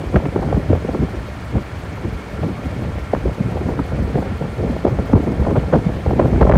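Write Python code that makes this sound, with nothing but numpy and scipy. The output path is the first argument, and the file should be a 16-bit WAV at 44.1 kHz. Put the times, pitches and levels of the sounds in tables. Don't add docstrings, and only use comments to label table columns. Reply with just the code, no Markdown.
import sys
import numpy as np
from scipy import signal
from scipy.io import wavfile
from scipy.ndimage import uniform_filter1d, minimum_filter1d

SR = 44100
rng = np.random.default_rng(int(sys.argv[2]) if len(sys.argv) > 2 else 0)


def to_wav(sig):
    pcm = np.clip(np.atleast_2d(sig), -1, 1) * 32767
    pcm = np.round(pcm).astype(np.int16)
    wavfile.write(sys.argv[1], SR, pcm.T)


def how_loud(loudness_db):
    steps = np.asarray(loudness_db, float) / 20
    return 10 ** steps


N = 289737

# (time [s], level [dB])
GUSTS = [(0.0, -25), (0.22, -25), (0.57, -21), (1.3, -34), (1.59, -34), (2.27, -31.5), (2.43, -30),
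         (2.63, -29), (3.11, -28.5), (3.51, -25), (3.6, -23), (4.45, -24.5), (4.83, -19), (5.03, -25),
         (5.63, -18.5), (5.86, -21.5), (6.07, -22), (6.57, -12)]
# (time [s], level change [dB], length [ms])
LULLS = [(.11, -5, 26), (.31, -11.5, 24), (.64, -4, 150), (.8, -6.5, 25), (1.09, 1, 29), (1.4, -1, 92),
         (1.69, -2, 98), (2.28, -3.5, 120), (2.59, -1, 46), (3.07, -11, 80), (3.35, -12, 41),
         (3.87, -7, 89), (4.07, -2, 40), (4.37, -4.5, 47), (4.54, -8, 90), (4.81, -11.5, 90), (5.1, 0, 51),
         (5.35, -3, 25), (5.67, -6.5, 160), (5.82, -7.5, 50), (6.02, -6, 92), (6.39, -2, 54)]
# (frequency [Hz], level [dB per Hz])
RUMBLE_TONE = [(30, -22), (55, 4.5), (100, -7.5), (200, -10), (400, -23), (800, -33.5), (1600, -67)]
# (frequency [Hz], level [dB per Hz])
FLUTTER_TONE = [(60, 2.5), (150, 8), (350, -6.5), (600, 3.5), (1000, -42), (2000, -31), (4000, -68)]
# (frequency [Hz], level [dB per Hz])
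ROAR_TONE = [(45, -44), (70, -0.5), (120, -11), (250, -17), (400, -25), (650, -21.5), (1000, -24),
             (1900, -29), (2700, -35), (4000, -41.5), (6000, -47), (9000, -51), (12500, -59.5),
             (15600, -61)]
# (frequency [Hz], width [Hz], level [dB rms])
WHINES = [(70, 4, -38), (431, 12, -49), (593, 10, -48), (1367, 10, -50), (1800, 120, -51),
          (2169, 14, -53.5), (2307, 14, -56), (2460, 14, -60), (3220, 22, -65), (4300, 150, -65),
          (5095, 14, -72)]
# (frequency [Hz], width [Hz], peak level [dB])
PUFF_HISSES = [
    (4500, 2000, -58),
    (12100, 800, -64),
]
# (time [s], level [dB rms], centre [Hz], length [ms])
BLOWS = [(.145, -7, 475, 3.4), (.166, -11, 606, 12), (.257, -15.5, 790, 2.3), (.363, -9, 444, 5.6),
         (.529, -11, 584, 3.7), (.579, -14, 240, 6.4), (.705, -7.5, 294, 11), (.733, -11.5, 503, 5.5),
         (0.952, -14, 364, 14), (2.435, -13.5, 523, 6.7), (3.137, -7.5, 553, 4.5), (3.26, -9, 304, 8.4),
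         (3.559, -14.5, 370, 6.1), (3.665, -10, 263, 8.5), (3.793, -20.5, 850, 5), (4.159, -10, 390, 7.7),
         (4.853, 0.5, 464, 4.3), (4.883, -14.5, 556, 3.7), (5.139, 1.5, 230, 6.1), (5.138, -7, 610, 8.2),
         (5.161, -10, 492, 16), (5.739, -1.5, 553, 9.3), (5.758, -5, 360, 12.4), (6.064, -10, 497, 2.1),
         (6.199, -4.5, 570, 7.9), (6.36, -12.5, 235, 9.9), (6.416, -3, 556, 7.4), (6.502, 2.5, 516, 8.6),
         (6.524, -7, 420, 7.6), (6.558, -9, 630, 9.2)]
# (time [s], level [dB rms], centre [Hz], length [ms])
SWIRLS = [(.262, -13.5, 286, 9), (.432, -21.5, 523, 18), (.852, -16, 367, 5.8), (.892, -14.5, 425, 5.6),
          (1.031, -15.5, 294, 19), (1.145, -24.5, 300, 15), (1.563, -20.5, 400, 33), (2.06, -21, 276, 30),
          (2.49, -21.5, 266, 40), (2.66, -17, 228, 11), (2.985, -21, 476, 2.7), (3.8, -15, 248, 13),
          (3.487, -19.5, 282, 5.4), (3.619, -18.5, 324, 9.7), (3.7, -22, 510, 22), (3.939, -23, 368, 11),
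          (4.185, -16, 400, 17), (4.265, -25, 480, 13), (4.416, -19, 460, 1.3), (4.603, -20.5, 380, 15),
          (4.64, -20.5, 414, 10), (4.705, -15.5, 228, 8.4), (4.999, -14.5, 267, 11), (5.204, -14, 270, 12),
          (5.28, -15.5, 317, 18), (5.47, -13, 543, 6.1), (5.515, -14, 350, 23), (5.567, -15.5, 603, 15.3),
          (6.111, -15.5, 474, 8.5), (6.235, -20, 384, 23)]
# (time [s], level [dB rms], centre [Hz], length [ms])
THUMPS = [(0.16, -6, 138, 14.4), (0.458, -20, 196, 13), (.547, -10.5, 101, 8.3), (0.719, -12.5, 107, 40),
          (1.002, -18.5, 167, 25), (1.559, -14.5, 119, 28), (6.083, -10.5, 84, 26), (2.055, -21.5, 90, 11),
          (2.13, -20, 79, 23), (2.445, -20, 177, 37), (2.85, -22.5, 160, 83), (3.149, -19.5, 139, 15),
          (3.26, -19, 80, 45), (3.41, -14, 170, 5.6), (3.462, -16.5, 176, 14), (3.685, -20, 149, 42),
          (3.994, -17.5, 160, 27), (4.159, -10, 110, 12), (4.6, -19, 101, 26), (4.915, -19, 160, 20),
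          (5.154, -6, 117, 18), (6.568, -3, 138, 6.6), (5.408, -12.5, 104, 18), (5.581, -9, 148, 7.8),
          (5.74, -7.5, 185, 12.5), (5.787, -13.5, 172, 14), (5.869, -12.5, 150, 8), (6.186, -16.5, 151, 43),
          (6.444, -9, 59.4, 6.7), (6.532, -10, 109, 20)]
# (time [s], peak level [dB], centre [Hz])
SNAPS = [(.161, -5, 1590), (.2568, -17, 1940), (.362, -20, 1100), (0.527, -22, 1200), (.703, -23, 900),
         (.949, -14, 900), (3.793, -10, 990), (5.565, -29, 1400), (6.11, -24, 1100), (6.415, -25, 1570),
         (1.583, -16.5, 1030), (2.4344, -31, 1480), (3.1344, -19, 1720), (4.156, -19, 1380),
         (5.1343, -13.5, 1500), (5.4527, -13.5, 1190), (5.5116, -12, 920), (5.7281, -11, 1040),
         (5.739, -6, 1240), (5.7572, -9.5, 990), (6.1999, -7, 1090), (6.3617, -16, 1320),
         (6.4283, -5, 1260), (6.4714, -7, 890), (6.496, -14, 1600), (6.523, -2, 1500), (6.5472, -16, 1050),
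         (6.558, -6, 1230)]
# (delay [s], loss [dB])
SNAP_CRACKS = [
    (-.001, 2.5),
    (.0025, 5.5),
]
EDDY_SKIRTS = 5, 14.5

RUMBLE_DB, FLUTTER_DB = 0.4, -2.5
FLUTTER_FOLLOWS = 1.08
ROAR_DB = -31
CYCLE_HZ, FIRST_PUFF_S = 5.805, .057
WAKE_GAP_S, WAKE_LOSS_DB = .015, 8.5
STRAY_DB, STRAY_SCATTER_DB = 1.5, 2.5
STRAY_HZ, STRAY_OCTAVES = 380, 0.85
SMALL_CYCLES = 2.02
BLOW_SWELL_DB, BLOW_CORE_DB = -4, 2.5
PORT_CUT_HZ = 48
CEILING_DB, RELEASE_DB_PER_S = -.2, 280


def rms_one(x):
    return x / np.sqrt(np.mean(x ** 2) + 1e-20)


def drift(rate):
    r = np.exp(-80 * np.pi * rate / SR)
    noise = rng.standard_normal(N // 40 + 2002)
    slow = signal.lfilter([1], [1, -2 * r, r * r], noise)[2000:]
    return np.interp(np.arange(N) / 40, np.arange(len(slow)), rms_one(slow))


def band(low_hz, high_hz):
    sos = signal.butter(2, [low_hz, high_hz], "band", fs=SR, output="sos")
    noise = rng.standard_normal(N + 8000)
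    return rms_one(signal.sosfilt(sos, noise)[8000:])


def coloured(tone, shared_db, own_db, rate):
    hz, db = np.transpose(tone)
    out, together = 0, drift(rate)
    for centre in hz[0] * 2 ** np.arange(0, np.log2(hz[-1] / hz[0]) + .3, .5):
        level_db = np.interp(np.log(centre), np.log(hz), db) + 10 * np.log10(centre)
        swell = how_loud(shared_db * together + own_db * drift(rate))
        out = out + how_loud(level_db) * swell * band(centre / 2 ** .25, centre * 2 ** .25)
    return rms_one(out)


def wind_db():
    gust_s, gust_db = np.transpose(GUSTS)
    time_s = np.arange(N) / SR
    s, db, ms = np.transpose(LULLS)[:, :, None]
    ticks = np.arange(0, N + 64, 64) / SR
    lull_db = (db * np.exp(-.5 * ((ticks - s) * 2355 / ms) ** 2)).sum(axis=0)
    return np.interp(time_s, gust_s, gust_db) + np.interp(time_s, ticks, lull_db)


def gust_noise(gust_db):
    mean_db = gust_db.mean()
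    flutter_db = mean_db + FLUTTER_DB + FLUTTER_FOLLOWS * (gust_db - mean_db)
    rumble = coloured(RUMBLE_TONE, shared_db=1.5, own_db=3.0, rate=25.0)
    flutter = coloured(FLUTTER_TONE, shared_db=3.5, own_db=2.0, rate=70.0)
    return how_loud(gust_db + RUMBLE_DB) * rumble + how_loud(flutter_db) * flutter


def resonant_noise(hz, width_hz):
    r = np.exp(-np.pi * width_hz / SR)
    ringing = [1, -2 * r * np.cos(2 * np.pi * hz / SR), r * r]
    return rms_one(signal.lfilter([1, 0, -1], ringing, rng.standard_normal(N)))


def boat():
    roar = how_loud(ROAR_DB) * coloured(ROAR_TONE, shared_db=-0.2, own_db=1.47, rate=35.0)
    whine = sum(how_loud(db + drift(19.0)) * resonant_noise(hz, width) for hz, width, db in WHINES)
    since_puff_s = ((np.arange(N) / SR - FIRST_PUFF_S) * CYCLE_HZ % 1) / CYCLE_HZ
    puff = 2.2 * (1 - np.exp(-since_puff_s / .006)) * np.exp(-since_puff_s / .02)
    puff = puff * how_loud(.8 * drift(3.0))
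    hiss = sum(how_loud(db) * resonant_noise(hz, width) for hz, width, db in PUFF_HISSES)
    return roar + whine + puff * hiss


def wake_eddies():
    s, db, hz, _ = np.repeat(BLOWS, 2, axis=0).T
    turn = np.tile([1, 2], len(BLOWS))
    luck = rng.standard_normal((len(s), 3))
    wake_s = s + WAKE_GAP_S * (turn + .25 * luck[:, 0])
    wake_db = db - WAKE_LOSS_DB * turn - 3 * np.abs(luck[:, 1])
    return [wake_s, wake_db, hz * 2 ** (.3 * luck[:, 2] + .2)]


def stray_eddies(gust_db, count=110):
    at = ((np.arange(count) + rng.random(count)) * N / count).astype(int)
    luck = rng.uniform(-0.97, 1, (count, 2))
    stray_db = gust_db[at] + STRAY_DB + STRAY_SCATTER_DB * luck[:, 0]
    return [at / SR, stray_db, STRAY_HZ * 2 ** (STRAY_OCTAVES * luck[:, 1])]


def small_eddies(gust_db):
    s, db, hz = np.hstack([wake_eddies(), stray_eddies(gust_db)])
    return list(zip(np.minimum(s, N / SR), db, hz, 1000 * SMALL_CYCLES / hz))


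def eddies(rows, evenness=1.0, stretch=0.5, trim_db=-4.0):
    s, db, hz, ms = np.transpose(rows)[:, :, None]
    ticks, out = np.arange(0, N + 32, 32) / SR, 0
    for centre in 45 * 2 ** np.arange(0, 6.6, .5):
        octaves = np.log2(centre / hz)
        skirt_db = np.where(octaves < 0, *EDDY_SKIRTS) * np.abs(octaves) ** 1.31
        spread_s = ms / 2355 * (hz / centre) ** stretch
        arrives_s = s - 0.69 * octaves * spread_s
        swell = np.exp(-.5 * ((ticks - arrives_s) / spread_s) ** 2)
        power = (how_loud(db + trim_db - skirt_db) ** 2 * swell).sum(axis=0)
        wave = band(centre / 2 ** 0.23, centre * 2 ** 0.28)
        beats = np.sqrt(uniform_filter1d(wave ** 2, size=int(1.5 * SR / centre)) + 0.046)
        steady = rms_one(wave / beats ** evenness)
        out = out + np.interp(np.arange(N) / SR, ticks, np.sqrt(power)) * steady
    return out


def wavelets(events, cycles, bell):
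    out, phases = np.zeros(N), rng.uniform(0, 2 * np.pi, (len(events), 1))
    for (s, db, hz), phase in zip(events, phases):
        at = np.arange(max(int((s - .04) * SR), 0), min(int((s + .04) * SR), N))
        turns = (at / SR - s) * hz
        height = how_loud(db) * np.exp(-.5 * np.abs(turns / cycles) ** bell)
        out[at] += height * np.cos(2 * np.pi * (turns - .09 * turns ** 2) + phase)
    return out


def blows(rows, core_db=-1.0, snap_db=0.5):
    cores = []
    for s, db, hz, ms in rows:
        extra_cycles = max(ms * hz / 1000 - 3, 0)
        cores.append((s, db + core_db - 2.0 * extra_cycles, hz))
    snaps = [(s + late_s, db + snap_db - loss_db, hz)
             for s, db, hz in SNAPS for late_s, loss_db in SNAP_CRACKS]
    return wavelets(cores, cycles=.65, bell=1.8) + wavelets(snaps, cycles=.3, bell=1.25)


def scene():
    gust_db = wind_db()
    others = SWIRLS + THUMPS + small_eddies(gust_db)
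    swells = [(s, db + BLOW_SWELL_DB, hz, ms) for s, db, hz, ms in BLOWS] + others
    cores = [(s, db + BLOW_CORE_DB, hz, ms) for s, db, hz, ms in BLOWS] + others
    mix = gust_noise(gust_db) + boat() + eddies(swells) + blows(cores)
    return mix[None]


def top_cut(x):
    return signal.sosfilt(signal.butter(12, 15720, fs=SR, output="sos"), x)


def record(dry):
    x = signal.sosfilt(signal.butter(3, PORT_CUT_HZ, "high", fs=SR, output="sos"), dry)
    over_db = np.maximum(20 * np.log10(np.abs(x) + 1e-9) - CEILING_DB, 0)
    ramp = RELEASE_DB_PER_S * np.arange(N) / SR
    held_db = np.maximum.accumulate(over_db + ramp, axis=1) - ramp
    duck_db = uniform_filter1d(-minimum_filter1d(-held_db, size=89), size=89)
    return top_cut(np.clip(x * how_loud(-duck_db), -.99, .99))


dry = scene()
out = record(dry)
to_wav(out)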